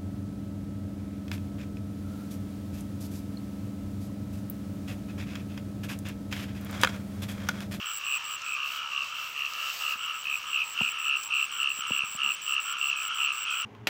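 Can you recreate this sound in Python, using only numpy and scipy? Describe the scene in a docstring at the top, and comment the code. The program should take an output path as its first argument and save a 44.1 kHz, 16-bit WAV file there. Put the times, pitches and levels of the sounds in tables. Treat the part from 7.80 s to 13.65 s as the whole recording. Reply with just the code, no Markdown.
"""Night in a flooded rice field. From the start, frogs puff air into their throat sacs and rattle, two of
them close by, over a far chorus; a deeper frog croaks now and then and a bush cricket rubs its wings.
Around 1 to 2 s a hand brushes through the rice leaves and the cricket is hushed. Then it grows louder,
a higher cricket creeps in, and the hand dabs at the wet mud. A faint hum passes at 4.4 s, and the
chorus keeps slowly swelling to the end."""
import sys
import numpy as np
from scipy import signal
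from scipy.fft import rfft, irfft
from scipy.io import wavfile
from scipy.ndimage import uniform_filter1d

SR = 44100
rng = np.random.default_rng(int(sys.argv[2]) if len(sys.argv) > 2 else 0)


def store_wav(level_fs):
    """Save 16-bit WAV to argv[1]."""
    pcm = np.round(np.clip(np.atleast_2d(level_fs), -1, 1) * 32767)
    wavfile.write(sys.argv[1], SR, pcm.T.astype(np.int16))


N = 257968
TIME = np.arange(N) / SR
FROG_PULSE_S = .01438   # time from one puff of air to the next

# the tones in a close frog's voice: (pitch multiple [x], level [dB], head start [s], rise time [s])
CLOSE_TONES = [(1, 0, 0.0025, 0.0027), (1.07, -15, 0.0079, 0.0013), (.465, -28, .007, 0.0064),
               (1.55, -28.5, 0.0011, 0.0016), (2.05, -43, 0.0036, 0.00068)]
# calls of the leading frog and of its rival: (time [s], level [dB])
LEADER_RATTLES = [(0.2382, -22.5), (0.7747, -24), (1.1062, -22), (1.5496, -22.5), (2.008, -21.5),
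                  (2.703, -19.5), (2.963, -18.5), (3.2396, -18.5), (3.5133, -17.5), (3.788, -18),
                  (4.1066, -18), (4.3904, -17.5), (4.6656, -18), (5.0, -18), (5.3901, -19), (5.757, -26)]
RIVAL_RATTLES = [(0.2734, -23), (0.6648, -22), (2.4557, -18.5), (2.7357, -20.5), (2.9884, -20.5),
                 (3.2476, -22.5), (3.5088, -19), (5.1162, -24.5), (5.3856, -21), (5.653, -23)]
def close_frogs(pulses=10, hz=2767, rival_pulses=8, rival_hz=2593):
    """One frog repeats its rattle, and a lower rival often cuts in."""
    leader = frog_calls([(s, pulses, db, hz) for s, db in LEADER_RATTLES], CLOSE_TONES,
                        uneven_db=1.5, first_db=-10, last_db=-2.5, build_up=.6, waver=.006)
    rival = frog_calls([(s, rival_pulses, db, rival_hz) for s, db in RIVAL_RATTLES], CLOSE_TONES,
                       uneven_db=0, first_db=-5, last_db=-3, fall=0.024, build_up=2.4, waver=.006)
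    return leader + rival


def frog_calls(calls, voice, uneven_db, first_db, last_db=-4.5, fall=0.019, build_up=1.0,
               waver=0.0099, jitter_s=.0001):
    """A call is a row of puffs. It starts softly; as the air runs out, it drops in pitch and ends weakly."""
    out = np.zeros(N)
    for start, pulses, level_db, hz in calls:
        count = round(pulses)
        for k, (loud, sharp, late) in enumerate(rng.standard_normal((20, 3))[:count]):
            soften_db = first_db * np.exp(-k / build_up) + last_db * (k == count - 1)
            gain = from_db(level_db + soften_db + uneven_db * loud)
            pitch = hz * (1 + fall * (.5 - 2 * (k / count) ** 3) + waver * sharp)
            at = start + k * FROG_PULSE_S + jitter_s * late
            for multiple, db, early_s, rise_s in voice:
                add(out, at - early_s, gain * from_db(db) * sac_pulse(pitch * multiple, rise_s))
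    return out


def sac_pulse(hz, rise_s, sag=0.025, sharpness=4.3):
    """One puff through the voice box makes the throat sac ring; the pitch sags as it fades."""
    t = TIME[:SR // 60]
    age = t / rise_s
    pitch = hz * (1 - sag * (np.minimum(age, 3) - 1))
    swell = (age * np.exp(1 - age)) ** sharpness
    return swell * np.sin(phase_of(pitch))


# the tones in their voice: (pitch multiple [x], level [dB], head start [s], rise time [s])
NEIGHBOUR_TONES = [(1, -2.5, 0.0025, 0.0025), (0.4605, -15.5, .007, 0.0038), (0.74, -20, 0, 0.00091)]
# their calls: (time [s], level [dB], pitch [Hz])
NEIGHBOUR_RATTLES = [(.001, -26, 2993), (.45, -30, 2885), (0.919, -26.5, 2936), (1.315, -27, 2940),
                     (1.786, -23, 2810), (2.197, -23.5, 2906), (3.114, -24.5, 2794), (3.696, -26.5, 2963),
                     (3.995, -25, 2885), (4.855, -22.5, 2943), (5.21, -24, 2917), (5.287, -24, 3000),
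                     (5.561, -27, 2825), (5.672, -24, 3050)]
def neighbour_frogs(pulses=10):
    """Frogs a few metres away rattle a little higher."""
    calls = [(s, pulses, db, hz) for s, db, hz in NEIGHBOUR_RATTLES]
    return frog_calls(calls, NEIGHBOUR_TONES, uneven_db=-1.15, first_db=-5, waver=0.0051)


# the low throat tone and two above it: (pitch multiple [x], level [dB], head start [s], rise time [s])
THROAT_TONES = [(1, -3.5, 0.0021, 0.0044), (1.308, -19.5, 0.0011, 0.0049), (2.22, -8, 0, 0.0026)]
# the low part of the rattles: (time [s], puffs [count], level [dB], pitch [Hz])
LOW_RATTLES = [(0, 10.1, -34.5, 1250), (.2, 12.7, -33, 1176), (0.348, 6.7, -39, 1380),
               (.45, 8.1, -32, 1230), (0.611, 9.4, -36.5, 1320), (0.751, 9.7, -29.5, 1200),
               (0.902, 14, -30.5, 1310), (1.109, 11.4, -31.5, 1194), (1.282, 15, -34, 1266),
               (1.56, 10.2, -37, 1230), (1.721, 14, -31, 1274), (2.01, 10.6, -28, 1266),
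               (2.19, 13.7, -30.5, 1286), (2.46, 10.4, -38.5, 1215), (2.639, 12, -33.5, 1280),
               (2.948, 10, -33, 1360), (3.101, 13, -35.5, 1280), (3.241, 11.5, -30, 1280),
               (3.509, 9.6, -29.5, 1280), (3.706, 10, -36.5, 1443), (3.78, 8.6, -30.5, 1260),
               (3.992, 10.8, -32, 1270), (4.129, 10.4, -30.5, 1280), (4.382, 10.5, -27, 1280),
               (4.679, 10, -29, 1275), (4.851, 11.5, -33.5, 1362), (5.01, 11.7, -30, 1268),
               (5.19, 10.6, -29.5, 1303), (5.359, 13.6, -28.5, 1280), (5.52, 11.6, -37.5, 1280),
               (5.681, 15, -30.5, 1335)]
def low_rattle_tones():
    """A low throat tone, near 1300 Hz, sounds with the frogs' rattles."""
    return frog_calls(LOW_RATTLES, THROAT_TONES, uneven_db=0.5, first_db=-2.5, fall=0.0097,
                      waver=.008, jitter_s=0.00018)


# runs of chirping: (start [s], chirps [count])
CHIRP_RUNS = [(.057, 4), (.898, 7), (2.172, 21)]
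# the cricket's pace: (time [s], time from chirp to chirp [s])
CHIRP_PACE = [(0, .186), (.44, .203), (.9, .184), (1.82, .184), (2.17, .16), (2.55, .171), (3.4, .177),
              (4.07, .177), (4.25, .186), (5.2, .18)]
# how hard it chirps, hushed while the leaves move: (time [s], level [dB])
CHIRP_LEVELS = [(.25, -32.5), (.64, -37.5), (.9, -55), (1.7, -53), (2.05, -41), (2.17, -41), (2.7, -38),
                (3.35, -35), (4.6, -33), (5.85, -33.5)]
def close_cricket(full_strokes=13.3, fewest_strokes=10, strokes_per_db=.5):
    """A bush cricket chirps in runs; harder chirps have more wing strokes, so they last longer."""
    chirps = []
    for s, count in CHIRP_RUNS:
        for _ in range(count):
            db = np.interp(s, *np.transpose(CHIRP_LEVELS))
            strokes = full_strokes + strokes_per_db * (db - CHIRP_LEVELS[-1][1])
            chirps.append((s, max(strokes, fewest_strokes), db))
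            s += np.interp(s, *np.transpose(CHIRP_PACE))
    return wing_chirps(chirps, hz=7581, sweep=0.066, stroke_s=0.0067, octave_db=1.5, swell_db=5.0)


def far_cricket(start_s=2.277, beat_s=.169, strokes=13):
    """A fainter, higher cricket creeps in with an even beat."""
    beats = start_s + beat_s * np.arange(22)
    chirps = [(s, strokes, np.interp(s, [2.3, 3.6], [-62, -54.5])) for s in beats]
    return wing_chirps(chirps, hz=8350, sweep=0.1, stroke_s=0.0069, octave_db=-37, swell_db=1.5)


def wing_chirps(chirps, hz, sweep, stroke_s, octave_db, swell_db, spacing_s=.00943):
    """Each wing stroke drags tiny teeth over an edge, fast at first, so the pitch starts high."""
    out, t = np.zeros(N), TIME[:int(stroke_s * SR)]
    along = t / stroke_s
    fade = signal.windows.tukey(len(t), .8)
    octave_gain = from_db(octave_db) * along ** 2   # comes in late in the stroke
    for s, count, db in chirps:
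        period_s = spacing_s * (1 + .004 * rng.normal())
        for k in range(round(count)):
            phase = phase_of(hz * (1 + sweep * (1 - along) ** 2 + .004 * rng.normal()))
            tone = fade * (np.sin(phase) + octave_gain * np.sin(2 * phase))
            gain = from_db(db + swell_db * (k / count - .5) + 0.78 * rng.normal())
            add(out, s + k * period_s, gain * tone)
    return out


# leaves stirring faintly: (time [s], swish level [dB], hiss level [dB])
LEAF_STIR = [(0, -50, -57.5), (.6, -50, -65), (1.2, -50, -62.5), (2.4, -51.5, -58), (2.95, -50, -59),
             (3.35, -53, -66), (4.5, -52.5, -69), (5.85, -51, -75)]
# leaves sliding over the hand: (start [s], length [s], swish level [dB], hiss level [dB])
HAND_BRUSHES = [(0.045, 0.11, -62, -57.5), (0.808, 0.16, -44.5, -49.5), (1.147, 0.17, -45, -59),
                (1.315, 0.2, -49, -52.5), (1.537, 0.29, -45.5, -51), (1.788, 0.333, -39, -45.5),
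                (2.48, 0.079, -71, -50), (2.984, 0.098, -52, -55), (3.52, 0.13, -56, -57.5)]
def brushing(swell_db=4, edge_s=0.042):
    """How strong the swish and hiss are: each brush swells until the leaves slip off the hand."""
    times, *levels = np.transpose(LEAF_STIR)
    power = from_db([np.interp(TIME, times, db) for db in levels]) ** 2
    for s, length_s, swish_db, hiss_db in HAND_BRUSHES:
        along = np.clip((TIME - s) / length_s, 0, 1)
        touch = np.interp(TIME, [s, s + edge_s, s + length_s, s + length_s + edge_s], [0, 1, 1, 0])
        swell = from_db(swell_db * (along - 1.5))
        power += (from_db([[swish_db], [hiss_db]]) * touch * swell) ** 2
    return np.sqrt(power)


# the tone of the leaves' swish and of their fine hiss: (frequency [Hz], relative level [dB])
SWISH_COLOUR = [(350, -17), (580, 0), (800, -2.5), (1500, 2.5), (3000, 3), (5000, 4.5), (6500, 0.5),
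                (8000, 1), (9500, -21)]
HISS_COLOUR = [(8000, -14), (10000, -16.5), (12000, -5.5), (14000, 0.5), (15500, 3), (16000, -13)]
# stiff leaves snapping: (time [s], level [dB], extra treble [dB])
LEAF_SNAPS = [(0.619, -25, -23.5), (1.245, -26, -18), (1.656, -23, -22), (1.7354, -19.5, -20),
              (2.309, -41, 0), (2.5444, -39, 2.5), (2.63, -30, -17), (3.25, -30.5, -11), (3.435, -22, -12),
              (4.0196, -32, -10.5), (4.75, -41, -6), (4.9706, -46, 4), (5.23, -27, -6)]
def leaves(catches_per_s=60):
    """Leaves rub with a grainy swish and catch with tiny clicks; now and then a stiff one snaps."""
    swish, hiss = brushing()
    grain = from_db(0.83 * drift(250) + 1.15 * drift(25))
    rub = grain * (swish * noise(SWISH_COLOUR) + hiss * noise(HISS_COLOUR))
    catches = (rng.random(N) < catches_per_s / SR) * rng.standard_normal(N)
    clicks = swish * from_db(2) * band(catches, 2800, 5900)
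    clicks += hiss * from_db(23) * band(catches, 11500, 15000)
    t = TIME[:SR // 40]
    for s, db, treble_db in LEAF_SNAPS:
        crack = from_db(db) * rng.standard_normal(len(t)) * np.exp(-t / 0.0012)
        add(clicks, s, band(crack, 4400, 6900) + from_db(treble_db) * band(crack, 9000, 15000))
    return rub + clicks


# dabs in the mud: (time [s], level [dB], first pitch [Hz], last pitch [Hz], length [s])
MUD_DABS = [(2.152, -49.5, 510, 172, 0.0093), (3.005, -29, 670, 158, 0.018),
            (3.98, -48.5, 1070, 150, 0.017), (4.103, -30.5, 1383, 144, 0.013),
            (4.232, -43, 262, 134, 0.011), (4.346, -42, 574, 128, 0.01)]
def mud(pocket_hz=235):
    """Squelchy plops drop in pitch as the mud gives way; a pocket of air rings on briefly."""
    out = np.zeros(N)
    for s, db, start_hz, end_hz, length_s in MUD_DABS:
        along = np.linspace(0, 1, int(length_s * SR))
        plop = np.sin(phase_of(end_hz + (start_hz - end_hz) * (1 - along) ** 3))
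        wet_noise = rms_one(band(rng.standard_normal(len(along)), 380, 1050))
        squelch = from_db(8) * wet_noise * (1 - along) ** 2
        add(out, s, from_db(db) * np.sin(np.pi * along ** 1.83) * (plop + squelch))
    return out + from_db(-2.5) * ring(out, pocket_hz, fade_s=0.2)


# a deeper frog far away: (time [s], level [dB])
DEEP_CROAKS = [(0.359, -43.5), (1.001, -42.5), (1.97, -48), (2.82, -43), (3.42, -46), (4.408, -43.5),
               (5.361, -44)]
def deep_frog(pulse_hz=105, sag=0.017, throat_hz=960, length_s=0.11):
    """A buzzy croak: quick pulses, slowing a little, ring low in the throat."""
    out, t = np.zeros(N), TIME[:int(length_s * SR)]
    phase = phase_of(pulse_hz * (1 - sag * t / length_s))
    buzz = sum(np.cos(k * phase) / (1 + ((k * pulse_hz - throat_hz) / 110) ** 4) for k in range(6, 13))
    croak = buzz / np.abs(buzz).max() * np.sqrt(np.hanning(len(t)))
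    for s, db in DEEP_CROAKS:
        add(out, s, from_db(db) * croak)
    return out


# the farthest frogs, blended into a smooth wash: (frequency [Hz], relative level [dB])
WASH_COLOUR = [(700, -33), (980, -11.5), (1280, -2), (1500, -20.5), (1950, -19), (2300, -5.5), (2850, -4.5),
               (3300, -11.5), (3750, -19), (5000, -34.5), (5750, -10.5), (6500, -44)]
def chorus(level_db=-40.5, growth_db_per_s=0.28, lull_db=-3, blend_s=0.051):
    """The crowd of frogs slowly grows louder, and sinks in the gaps between the low rattle tones."""
    calling = np.max([(TIME > s) & (TIME < s + pulses * FROG_PULSE_S)
                      for s, pulses, _, _ in LOW_RATTLES], axis=0)
    lull = 1 - uniform_filter1d(calling * 1., int(blend_s * SR))
    low = from_db(-10) * frog_crowd(hz=1280, spread=0.03, rise_s=0.0041, count=90)
    middle = from_db(-13.5) * frog_crowd(hz=1650, spread=0.12, rise_s=0.0023, count=70)
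    high = from_db(-1) * frog_crowd(hz=2818, spread=0.055, rise_s=0.0022, count=150)
    wash = from_db(-2.5) * noise(WASH_COLOUR)
    return from_db(level_db + growth_db_per_s * TIME + lull_db * lull) * (low + middle + high + wash)


def frog_crowd(hz, spread, rise_s, count):
    """Many frogs call at random, each with its own pitch and pace, blurred by echoes."""
    out = np.zeros(N)
    for k in range(count):
        middle_s = (k + rng.random()) / count * TIME[-1]
        pitch = hz * (1 + spread * rng.triangular(-2, 0, 2))
        pulse = sac_pulse(pitch, rise_s) * from_db(5.1 * rng.normal())
        period_s = FROG_PULSE_S * (1 + .04 * rng.normal())
        for i, strength in zip(np.arange(-6, 7), np.sqrt(np.hanning(13))):
            add(out, middle_s + i * period_s + .00015 * rng.normal(), strength * pulse)
    out = with_echoes(out, db=-6.5, delay_s=0.0026, fade_s=0.085)
    return out / np.sqrt(uniform_filter1d(out ** 2, SR // 20) + 1e-9)   # even out the loudness


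def hum(start_s=4.405, hz=207, level_db=-55, length_s=0.12):
    """A brief, faint, low hum."""
    out, t = np.zeros(N), TIME[:int(length_s * SR)]
    tone = sum(np.sin(2 * np.pi * k * hz * t) / k for k in range(1, 4))
    add(out, start_s, from_db(level_db) * np.hanning(len(t)) * tone)
    return out


# the tone of the night air: (frequency [Hz], relative level [dB])
AIR_COLOUR = [(15, -32.5), (25, -9.5), (102, 3), (387, -2.5), (533, 0.5), (625, -8), (800, -11.5),
              (1040, -42), (1760, -120)]
def open_air():
    """The low murmur of the open air."""
    return from_db(-66) * noise(AIR_COLOUR)


def with_echoes(x, db, delay_s, fade_s):
    """A sound plus its many echoes off stems and banks, which fall by 60 dB in fade_s."""
    t = TIME[:SR // 3]
    tail = rng.standard_normal(len(t)) * from_db(-60 * t / fade_s) * (t > delay_s)
    return x + from_db(db) * signal.fftconvolve(x, tail / np.linalg.norm(tail))[:N]


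def ring(x, hz, fade_s):
    """Ring at one pitch, falling by 60 dB in fade_s."""
    r = from_db(-60 / (fade_s * SR))
    feedback = [1, -2 * r * np.cos(2 * np.pi * hz / SR), r * r]
    return signal.lfilter(np.array([1, 0, -1]) * (1 - r * r) / 2, feedback, x + 1e-18)


def noise(colour):
    """Noise shaped by a table of levels, dropping steeply beyond the table's ends."""
    hz, db = np.transpose(colour)
    octave, listed = np.log2(np.fft.rfftfreq(N, 1 / SR) + 1), np.log2(hz)
    outside = np.abs(octave - np.clip(octave, listed.min(), listed.max()))
    gain = from_db(np.interp(octave, listed, db) - 45 * outside)
    return rms_one(irfft(rfft(rng.standard_normal(N)) * gain, N))


def drift(steps_per_s):
    """A curve that wanders at random."""
    steps = rng.standard_normal(2000)
    return rms_one(np.interp(TIME * steps_per_s, np.arange(len(steps)), steps))


def band(x, low_hz, high_hz):
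    """Keep the sound between two frequencies."""
    return signal.sosfilt(signal.butter(2, [low_hz, high_hz], "band", fs=SR, output="sos"), x + 1e-18)


def add(out, s, sound):
    """Mix a sound in at time s."""
    at = int(round(s * SR))
    first, last = max(at, 0), min(at + len(sound), N)
    if last > first:
        out[first:last] += sound[first - at:last - at]


def phase_of(hz):
    """Turn a changing pitch into the angle of a wave."""
    return 2 * np.pi * np.cumsum(hz) / SR


def from_db(db):
    """Turn decibels into a multiplier."""
    return 10 ** (np.asarray(db) / 20)


def rms_one(x):
    """Scale to an average power of 1."""
    return x / np.sqrt(np.mean(x ** 2) + 1e-20)


def scene():
    """Frogs, crickets and the hand over the night air, in one channel."""
    close, neighbours, low_tones = close_frogs(), neighbour_frogs(), low_rattle_tones()
    frogs = (with_echoes(close, db=-9.5, delay_s=0.0045, fade_s=0.15)
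             + with_echoes(neighbours, db=-3.5, delay_s=0.0008, fade_s=0.097)
             + with_echoes(low_tones, db=-4, delay_s=0.0053, fade_s=0.062))
    background = open_air() + chorus() + deep_frog() + hum()
    close_chirps, far_chirps = close_cricket(), far_cricket()
    crickets = (with_echoes(close_chirps, db=-14, delay_s=0.0018, fade_s=0.062)
                + with_echoes(far_chirps, db=0, delay_s=0.0022, fade_s=0.054))
    return (frogs + crickets + leaves() + mud() + background)[None]


def record(dry, bass_hz=48, top_hz=15850):
    """A small microphone loses the deep bass; the highest treble is cut steeply."""
    thin = signal.sosfilt(signal.butter(2, bass_hz, "high", fs=SR, output="sos"), dry)
    return signal.sosfilt(signal.ellip(12, .1, 90, top_hz, fs=SR, output="sos"), thin)


dry = scene()
out = record(dry)
store_wav(out)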